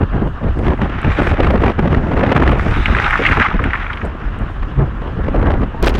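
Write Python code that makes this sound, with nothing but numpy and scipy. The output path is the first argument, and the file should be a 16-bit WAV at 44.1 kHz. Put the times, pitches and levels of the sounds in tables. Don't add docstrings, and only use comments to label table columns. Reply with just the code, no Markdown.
import sys
import numpy as np
from scipy import signal
from scipy.fft import rfft, irfft, next_fast_len
from scipy.io import wavfile
from scipy.ndimage import uniform_filter1d, map_coordinates

SR = 44100
rng = np.random.default_rng(int(sys.argv[2]) if len(sys.argv) > 2 else 0)


def pcm_store(signal):
    levels = np.round(np.clip(np.atleast_2d(signal), -1, 1) * 32767)
    wavfile.write(sys.argv[1], SR, levels.astype(np.int16).T)


def volts(x):
    e = np.asarray(x, float) / 20
    return 10 ** e


N = 264284

# time_s, level_db
AIRSTREAM = [(0.0, -21.5), (1.3, -18.5), (1.47, -18.5), (2.5, -18.5), (3.62, -20), (3.8, -23),
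             (5.15, -18.5), (5.34, -15.5), (5.99, -21.5)]
POWDER_EDGE_S = .06


def unit(x):
    return x / np.sqrt(np.mean(x ** 2) + 1e-20)


def curves(rows):
    s, *columns = np.transpose(rows)
    return [np.interp(np.arange(N) / SR, s, column) for column in columns]


def wobble(rate):
    knots = rng.standard_normal(int(N * rate / SR) + 4)
    return map_coordinates(knots, [np.arange(N) * rate / SR])


def rush(spectrum, patchy_db):
    z = signal.stft(rng.standard_normal(N), nperseg=512)[2]
    field = uniform_filter1d(rng.standard_normal(z.shape), size=8, axis=0)
    field = uniform_filter1d(field, size=6, axis=1)
    x = signal.istft(z * volts(patchy_db * unit(field)), nperseg=512)[1][:N]
    padded = next_fast_len(N + 8192)
    hz, db = np.transpose(spectrum)
    gain_db = np.interp(np.log(np.fft.rfftfreq(padded, 1 / SR) + 1), np.log(hz + 1), db)
    return unit(irfft(rfft(x, padded) * volts(gain_db), padded)[:N])


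def steady(x, span_s, share):
    level = np.sqrt(np.abs(uniform_filter1d(x ** 2, size=int(span_s * SR))) + .02)
    return unit(x / level ** share)


def swells(times, levels_db, lives, lead):
    t, power = np.arange(N) / SR, np.zeros(N)
    for s, db, life in zip(times, levels_db, lives):
        span = slice(max(int((s - 3 * life) * SR), 0), int((s + 8 * life) * SR))
        u = np.clip((t[span] - s) / max(1.45 * life, .002) + lead, 0, None)
        power[span] += (volts(db) * (u * np.exp(1 - u)) ** 2) ** 2
    return power


def bursts(times, levels_db, lives):
    t, power = np.arange(N) / SR, np.zeros(N)
    for s, db, life in zip(times, levels_db, lives):
        span = slice(max(int((s - 3 * life) * SR), 0), int((s + 5 * life) * SR))
        power[span] += (volts(db) * np.exp(-((t[span] - s) / life - .8) ** 2)) ** 2
    return power


def plateaus(starts, lengths, levels_db, edge_s):
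    t = np.arange(0, N, 16) / SR
    inside = np.minimum(t - starts[:, None], (starts + lengths)[:, None] - t)
    shape = np.clip(inside / edge_s + .5, 0, 1)
    power = np.sum((volts(levels_db)[:, None] * shape) ** 2, axis=0)
    return np.interp(np.arange(N) / SR, t, power)


def gusts():
    # start_s, length_s, eddy_db, tearing_db
    gust_rows = [(0.009, 0.035, -13.5, -23), (0.123, 0.17, -17, -44), (0.413, 0.099, -20, -22.5),
                 (0.553, 0.075, -17.5, -37), (0.632, .11, -12.5, -12), (0.792, 0.071, -15.5, -19),
                 (1.039, 0.074, -17, -16.5), (1.18, 0.16, -17, -24), (1.383, 0.19, -14.5, -12.5),
                 (1.6, 0.12, -16.5, -10), (1.782, 0.2, -14, -13), (1.975, 0.21, -16.5, -24),
                 (2.16, 0.172, -15, -14), (2.347, .035, -13.5, -14), (2.394, .042, -13.5, -14),
                 (2.449, .09, -14.5, -14), (5.17, .05, -20, -35), (2.531, 0.073, -16, -21),
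                 (2.615, 0.117, -16.5, -15.5), (2.756, 0.055, -21, -35), (2.88, .12, -17.5, -28),
                 (3.035, 0.026, -17.5, -32), (3.185, 0.067, -22, -29), (3.281, 0.049, -14.5, -25),
                 (3.361, 0.053, -15, -22), (3.539, 0.023, -12, -23), (3.599, 0.086, -15.5, -20.5),
                 (4.021, 0.066, -21, -25), (4.399, 0.043, -17, -26), (4.768, 0.079, -15.5, -28),
                 (5.008, 0.025, -23.5, -25), (5.23, 0.089, -25, -40), (5.34, 0.31, -16.5, -23),
                 (5.823, 0.18, -16, -13.5)]
    edge_s, lull_db, lull_tear_db = .02, -7.5, -36
    s, length, eddy_db, tear_db = np.transpose(gust_rows)
    eddy = plateaus(s, length, eddy_db, edge_s) + volts(curves(AIRSTREAM)[0] + lull_db) ** 2
    tearing = plateaus(s, length, tear_db, edge_s) + volts(lull_tear_db) ** 2
    return 10 * np.log10([eddy, tearing])


def body_rumble(gust_db):
    # time_s (each peaks 24 ms later), peak_db
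    heave_rows = [(0.02, -11), (0.105, -9), (0.2, -9), (0.451, -2), (0.663, -4.5), (0.8, -9), (1.049, -5),
                  (1.18, -12), (1.28, -4.5), (1.423, -4), (1.579, -4), (1.758, -7), (1.969, -6),
                  (2.147, -6), (2.432, -6), (2.55, -7), (2.679, -4), (2.77, -6), (2.888, -5), (3.088, -11),
                  (3.29, -10), (3.548, -4.5), (3.632, -6), (3.786, -11), (4.054, -10), (4.241, -8),
                  (4.392, -11), (4.605, -8), (4.772, -7), (4.958, -14), (5.2, -8), (5.28, -7), (5.369, -4),
                  (5.509, -5), (5.81, -2), (5.9, -6)]
    # pitch_hz, density_db (per Hz)
    swing = [(7, -35), (14, -6), (28, 6), (50, 4.5), (85, -0.5), (115, -12.5), (160, -39.5), (260, -120)]
    s, db = np.transpose(heave_rows)
    pushes = swells(s, db - 8.5, np.full(len(s), .029), lead=0.43)
    rumble = np.sqrt(volts(curves(AIRSTREAM)[0] - 6) ** 2 + volts(gust_db - 11) ** 2 + pushes)
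    rumble = rumble * volts(1.1 * wobble(9) + 1.8 * wobble(25))
    return rumble * steady(rush(swing, patchy_db=0), span_s=.04, share=.95)


def eddies(gust_db, flutter):
    # pitch_hz, density_db (per Hz)
    eddy_spectrum = [(15, -52.5), (40, 1.5), (90, 1.5), (150, -1), (300, -7), (500, -13.5), (900, -18),
                     (2000, -31.5), (4000, -83), (16000, -120)]
    level = volts(gust_db + 0.71 + 1.26 * wobble(18))
    return level * unit(flutter) * steady(rush(eddy_spectrum, patchy_db=2), span_s=.03, share=0.58)


def rim_tears(tear_db):
    # time_s (each peaks 4 ms later), peak_db, thump_db
    single_tears = [(0.648, -20, 0), (0.679, -12.5, 5), (0.815, -9.5, -6.5), (0.83, -17, -2),
                    (0.895, -16, -4), (1.043, -15.5, -14), (1.187, -8.5, 2.5), (1.268, -11, -3),
                    (1.401, -7, 4.5), (1.43, -8, -9), (1.4672, -6, -4), (1.503, -6.5, -1.5),
                    (1.635, -4.5, -0.5), (1.66, -8, 1), (1.697, -9, 2), (1.789, -8.5, 0), (1.875, -12, -2),
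                    (1.943, -9, -1.5), (2.17, -12.5, -1), (2.208, -9.5, 2), (2.233, -7, 3), (2.291, -9.5, -2),
                    (2.317, -6.5, 3.5), (2.361, -2.5, -8), (2.42, -6, -0.5), (2.476, -5, -3), (4.793, -20, 4),
                    (5.2805, -17, 6), (5.345, -20.5, 12.5), (5.5013, -12.5, 2.5), (1.197, -9, 0),
                    (1.216, -12, 0), (1.312, -9.5, -1), (1.337, -16, 5), (1.444, -8.5, -0.5), (1.555, -12, 0),
                    (1.574, -15, 1), (1.602, -17, 1), (1.619, -16, 4), (1.678, -10.5, 2), (1.854, -17, 7),
                    (1.925, -13.5, 0), (2.113, -15.5, 3), (2.134, -15.5, 1), (2.191, -13, 4),
                    (2.264, -10.5, 0), (2.303, -11.5, 1), (2.325, -10, 0), (2.3486, -14, 2), (2.372, -6, -2),
                    (2.398, -11.5, 3), (2.432, -7, -4), (2.452, -19, 0), (2.4614, -12.5, 2), (2.491, -11, -1),
                    (2.516, -9, -1.5), (2.527, -13, 3),
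                    (0.015, -22, 4), (3.195, -27, 18), (3.216, -27.5, 15.5), (4.416, -30, -2),
                  (4.6276, -18, -7), (4.812, -28, 15.5), (5.018, -27, 4), (5.393, -19.5, 9.5),
                  (5.426, -15, 3), (5.467, -14, 2.5), (5.536, -17.5, 9), (5.63, -17, 4),
                  (5.241, -23.5, 0.5), (5.265, -24, -2), (5.358, -15, -1), (5.413, -18.5, 1),
                  (5.455, -19, 1), (5.513, -15.5, -2), (5.616, -20, 1), (5.075, -24, 2), (4.82, -24, 3),
                  (0.03, -20, 5), (0.153, -26, 10), (0.217, -25, 9), (0.272, -27, 11), (0.438, -25, 7),
                  (0.485, -22, 5), (0.588, -23, 6), (0.702, -16, 4), (0.733, -19, 3), (0.845, -18, 2),
                  (4.045, -24, 8), (0.665, -17, 2)]
    life_s, gap_s, shed_db = 0.0036, 0.03, -9
    chance = rng.standard_normal((250, 4))
    s = np.cumsum(gap_s * np.exp(.35 * chance[:, 0]))
    db = shed_db + np.interp(s * SR, np.arange(N), tear_db) + 2.5 * chance[:, 1]
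    shed = np.transpose([s, db, 2.06 * chance[:, 2], life_s * np.exp(0.13 * chance[:, 3])])
    listed = [(*row, life_s) for row in single_tears]
    return np.vstack([shed[s < N / SR], listed])


def port_thumps(tears):
    # pitch_hz, density_db (per Hz)
    thump = [(60, -56), (120, -15), (250, 13), (500, 8), (900, -7.5), (1600, -35), (4000, -120)]
    s, db, thump_db, life = tears.T
    power = swells(s, db + thump_db - 4.5, 1.33 * life, lead=0.47)
    return np.sqrt(power) * steady(rush(thump, patchy_db=2), span_s=.012, share=.7)


def tear_rasps(tears, tear_db, flutter, snaps):
    # pitch_hz, density_db (per Hz)
    rasp = [(100, -87.5), (300, -35), (700, 4), (1200, 3), (2000, -2), (3000, -10.5), (4200, -24.5),
            (7000, -40), (11000, -47.5), (16000, -67.5)]
    s, db, _, life = tears.T
    level = np.sqrt((volts(tear_db - 20) * unit(flutter)) ** 2 + bursts(s, db - 8, 1.35 * life))
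    return level * steady(unit(snaps * rush(rasp, patchy_db=0.1)), span_s=.008, share=.8)


def slap_blast(slaps, snaps):
    # pitch_hz, density_db (per Hz)
    blast = [(500, -5.5), (1200, -3.5), (3000, -9), (6000, -24), (9000, -37), (16000, -44)]
    s, db, _, life = np.transpose(slaps)
    level = np.sqrt(bursts(s, db - 6, 1.3 * life))
    return level * steady(unit(snaps * rush(blast, patchy_db=1)), span_s=.007, share=.8)


def wind(gust_db, tear_db):
    # time_s (each peaks about one life later), peak_db, thump_db, life_s
    slaps = [(5.8272, -15, -18, 0.0015), (5.835, -14, 6, 0.003), (5.8428, -14, -3, 0.0037),
             (5.8524, -18, -6, 0.0063), (5.862, -15.5, 7, 0.0041), (5.869, -7.5, 2, 0.0031),
             (5.874, -7.5, -6.5, 0.0033), (5.88, -9, -4, 0.002), (5.893, -17.5, -2, 0.0039),
             (5.901, -30, -4, 0.0056), (5.905, -13.5, -18, 0.0013), (5.9415, -15.5, -7, 0.0017),
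             (5.95, -13, -1, 0.0022), (5.954, -15, -6, .002), (5.97, -27, 3, .003),
             (5.9585, -23, -1, 0.0023), (5.979, -23, -8, 0.0043)]
    flutter = volts(1.6 * wobble(40) + 2.4 * wobble(120))
    tears = rim_tears(tear_db)
    low = body_rumble(gust_db) + eddies(gust_db, flutter) + port_thumps(np.vstack([tears, slaps]))
    low = .8 * np.tanh(low / .8)
    snaps = volts(3.5 * wobble(450))
    return low + tear_rasps(tears, tear_db, flutter, snaps) + slap_blast(slaps, snaps)


def snow_spray(level_db, tear_db, grain):
    # start_s, length_s, level_db
    shower_rows = [
        (0.558, 0.12, -52.5),
        (1.081, 0.16, -50),
        (1.203, 0.13, -44),
        (2.0, 0.21, -56.5),
        (2.565, 0.48, -45.5),
        (2.997, .38, -43.5),
        (3.926, .16, -59),
    ]
    # pitch_hz, density_db (per Hz)
    fizz = [(2500, -16), (4500, -4.5), (7000, -11.5), (11000, -21.5), (16000, -44)]
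    wheel_db = -54 + 1.5 * (level_db + 20.5)
    power = volts(wheel_db) ** 2 + volts(tear_db - 46.5) ** 2 + volts(-65) ** 2
    spray_db = 10 * np.log10(power + plateaus(*np.transpose(shower_rows), POWDER_EDGE_S))
    out = volts(spray_db - 5.5) * unit(volts(0.48 * grain) * rush(fizz, patchy_db=2))
    specks = (rng.random(N) < 60 / SR) * volts(3.1 * rng.standard_normal(N))
    band = signal.butter(2, [6500, 13000], "bandpass", fs=SR, output="sos")
    return out + volts(spray_db + 6.5) * signal.sosfilt(band, specks)


def crust_breaks(level_db):
    # start_s, peak_db, pitch_hz, life_s
    crunch_rows = [(2.5966, -3.5, 1660, 0.0037), (2.8585, 1.5, 2120, 0.0037), (2.95, -1, 1450, 0.0031),
                   (2.9858, -5, 1870, 0.0065), (3.0005, 1.5, 1350, 0.0016), (3.0447, -3, 2200, 0.003),
                   (3.0713, -3.5, 1290, 0.005), (3.108, -1.5, 1730, 0.005), (3.13, -1, 1410, 0.0037),
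                   (3.932, -13.5, 2400, 0.0056), (3.1564, 1, 1280, 0.003), (3.252, -0.5, 1910, 0.0084),
                   (3.263, 0, 2140, 0.012), (3.289, -2.5, 1940, 0.003), (3.3105, -4.5, 1810, 0.009),
                   (3.323, -2, 1810, 0.0033), (3.3707, -2, 1320, 0.0036), (3.3985, -1, 1920, 0.0061),
                   (3.4096, -1.5, 1626, 0.023), (3.4178, -2, 1740, 0.0029), (3.4464, -5, 1196, 0.013),
                   (3.464, -1.5, 1770, 0.0043), (3.513, -9.5, 1250, 0.0087), (3.5927, -6, 1260, 0.0072),
                   (3.6416, -2.5, 1860, 0.0039), (3.734, 0, 1810, 0.004), (3.7402, -4, 1365, 0.0068),
                   (3.753, -6.5, 1770, 0.0086), (3.8992, -8, 1390, 0.013), (4.016, -12.5, 1820, 0.0058),
                   (2.6895, -14, 1230, .004), (2.726, -12, 1380, .004), (2.771, -14, 1350, 0.0036),
                   (2.8816, -12, 1680, .004), (3.135, -2, 1630, .003), (3.1405, 1, 1490, .003),
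                   (3.1944, -10, 1090, .004), (3.2376, -7, 2260, .004), (3.6608, -13, 1500, .004),
                   (3.7065, -10, 1950, .004), (3.807, -18, 1300, .004), (3.844, -13, 1500, .004),
                   (3.865, -15, 1700, .004), (3.973, -16.5, 2170, 0.0044)]
    crumbs_per_s, crumb_db, crumb_hz = 30, -3, 1600
    out, t = np.zeros(N), np.arange(SR // 16) / SR
    luck = rng.random((60, 3))
    crumb_s = 2.6 + (np.arange(len(luck)) + luck[:, 0]) / crumbs_per_s
    breaks = list(crunch_rows)
    for s, (_, a, b) in zip(crumb_s, luck):
        if s < 4.05:
            db = level_db[int(s * SR)] + crumb_db + 8 * a
            breaks.append((s, db, crumb_hz * (0.699 + 0.736 * b), .005))
    for s, db, hz, life in breaks:
        u = t / max(life, .002)
        ring = .55 * np.sin(2 * np.pi * hz * t) * np.exp(-1.5 * u)
        hit = u ** 0.62 * np.exp(-1.8 * u) * (rng.standard_normal(len(t)) + ring)
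        band = signal.butter(4, [.6 * hz, 1.4 * hz], "bandpass", fs=SR, output="sos")
        hit = signal.sosfilt(band, hit)
        seat = out[round((s - .0015) * SR):][:len(t)]
        seat += volts(db - 2.5) * (hit / np.abs(hit).max())[:len(seat)]
    return out


def tyres(tear_db):
    # time_s, level_db
    crust_level = [(0.1, -59), (0.63, -45), (1.01, -25.5), (1.28, -22), (1.44, -32.5), (1.83, -40),
                   (2.22, -31), (2.34, -31.5), (2.88, -21.5), (3.05, -16), (3.18, -18), (3.31, -19),
                   (3.45, -16), (3.54, -29), (3.81, -24.5), (4.02, -38.5), (4.3, -38), (4.7, -43.5)]
    # pitch_hz, density_db (per Hz)
    snow = [(350, -28), (600, -11.5), (728, -8), (817, -0.5), (935, -7), (1320, 1.5), (2270, -4),
            (2750, -9.5), (3060, -14), (3640, -18.5), (4320, -31.5), (6000, -37), (7800, -62),
            (13200, -120)]
    level_db, = curves(crust_level)
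    grain = 1.2 * wobble(40) + 2.6 * wobble(220)
    hiss = volts(level_db - 1.97) * unit(volts(grain) * rush(snow, patchy_db=0))
    return hiss + snow_spray(level_db, tear_db, grain) + crust_breaks(level_db)


def grit():
    # time_s, peak_db, band_8khz_db, band_4_5khz_db (bands relative to the peak)
    grain_rows = [(0.5891, -51.5, 10, 0), (1.0174, -44.5, 6, -3), (1.218, -49.5, 0, 6),
                  (1.2845, -42, -6, 3.5), (1.4611, -47, -4, 15), (1.488, -45, -14, 9),
                  (1.511, -33, -21, -6.5), (1.5399, -38, -19, -7), (1.6167, -48, -3, -1),
                  (2.36, -46, 1, 16), (2.5152, -42, -1, 17), (2.9512, -42, 0, 0), (3, -38, -16, -7),
                  (3.108, -33.5, -5, 1), (3.5673, -59, -21, 3), (3.6405, -53, 16, 18), (3.734, -63, 19, 11),
                  (3.934, -57, 7, 14), (4.0533, -50, 12, 0), (4.061, -58, 16, 6), (4.39, -45, 0, -3),
                  (5.678, -57.5, -4, 5), (5.8274, -18, -15, 6), (5.8374, -51, 1, 11), (5.862, -22, -8, -3),
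                  (5.882, -33, -9, -2), (5.892, -20.5, -12, -6), (5.976, -41.5, -10, 7),
                  (5.9884, -38.5, -17, -2), (1.0966, -48.5, -10, -5), (1.131, -46.5, -12, -5),
                  (1.234, -51, -5, -5), (1.2692, -45, -10, -5), (1.296, -50, 0, 0), (3.6605, -62, 5, 12),
                  (3.958, -62, 5, 12), (4.315, -66, 0, 8), (4.51, -64, 3, 5), (4.535, -62, 3, 5),
                  (4.78, -60, 0, 3), (4.955, -64, 3, 8), (5.015, -63, 3, 8), (5.175, -62, 3, 5),
                  (0.22, -62, 0, 5), (0.46, -64, 0, 5), (5.345, -62, 0, 5)]
    out, t = np.zeros(N + SR), np.arange(-64, 64) / SR

    def blip(hz, width_s):
        return np.cos(2 * np.pi * hz * t) * np.exp(-(t / width_s) ** 2)

    for s, db, mid_db, low_db in grain_rows:
        tick = blip(12500, .00009)
        tick += volts(mid_db + 4.5) * blip(8200, 0.00019)
        tick += volts(np.minimum(low_db, 6) - 3) * blip(4500, 0.00014)
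        out[max(round(s * SR) - 64, 0):][:len(t)] += volts(db - 0.5) * tick
    return out[:N]


def whistle():
    # start_s, length_s, pitch_hz, rise_hz_per_s, level_db, fade_db_per_s
    edge_tone = (5.733, .078, 815, 2200, -29, -50)
    start, length, hz, rise, db, fade = edge_tone
    u = np.arange(N) / SR - start
    gate = np.clip(np.minimum(u, length - u) / 0.012, 0, 1)
    level = volts(db + fade * np.clip(u, 0, length) + 1.9 * wobble(43.16))
    return level * gate * np.sin(2 * np.pi * (hz + rise * u / 2) * u)


def flap():
    # centre_s, half_length_s, pitch_hz, peak_db
    flutter_tone = (4.803, 0.0358, 135.5, -9)
    centre, half, hz, db = flutter_tone
    u = np.arange(N) / SR - centre
    return volts(db) * np.exp(-(u / half) ** 2) * np.sin(2 * np.pi * hz * u)


def powder():
    # pitch_hz, density_db (per Hz)
    sizzle_spectrum = [(2600, -58), (3300, -14), (3650, -1), (4000, -8), (4600, -37), (6000, -120)]
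    # start_s, length_s, level_db
    sizzle_rows = [
        (1.08, 0.23, -50),
        (2.74, .25, -42),
        (3.2, 0.18, -50),
    ]
    # pitch_hz, density_db (per Hz)
    airy = [(4000, -29.5), (6500, -1), (10000, -6.5), (13000, -10), (15800, -19.5)]
    level = np.sqrt(plateaus(*np.transpose(sizzle_rows), POWDER_EDGE_S)) * volts(1.7 * wobble(60))
    sizzle = level * rush(sizzle_spectrum, patchy_db=1)
    return sizzle + volts(-76 + 2.5 * wobble(6) + 2.5 * wobble(30)) * rush(airy, patchy_db=1)


def street():
    # pitch_hz, density_db (per Hz)
    roll = [(240, -33), (400, -12), (511, -12), (673, -4), (772, -7), (957, -2), (1070, 3), (1710, -1.5),
            (2150, -16), (2880, -12), (4560, -31.5), (5650, -36.5), (10100, -54.5), (15500, -76.5)]
    return volts(-35.5 + 1.5 * wobble(20)) * rush(roll, patchy_db=2)


def scene():
    gust_db, tear_db = gusts()
    mix = wind(gust_db, tear_db) + tyres(tear_db) + grit() + whistle() + flap() + powder() + street()
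    return mix[None]


def band_limit(x):
    return signal.sosfilt(signal.butter(12, 16530, fs=SR, output="sos"), x)


def record(dry):
    rounded = dry / (1 + np.abs(dry) ** 8) ** (1 / 8)
    spectrum = rfft(rounded) * (np.fft.rfftfreq(N, 1 / SR) < 15820)
    return band_limit(irfft(spectrum, N))


dry = scene()
out = record(dry)
pcm_store(out)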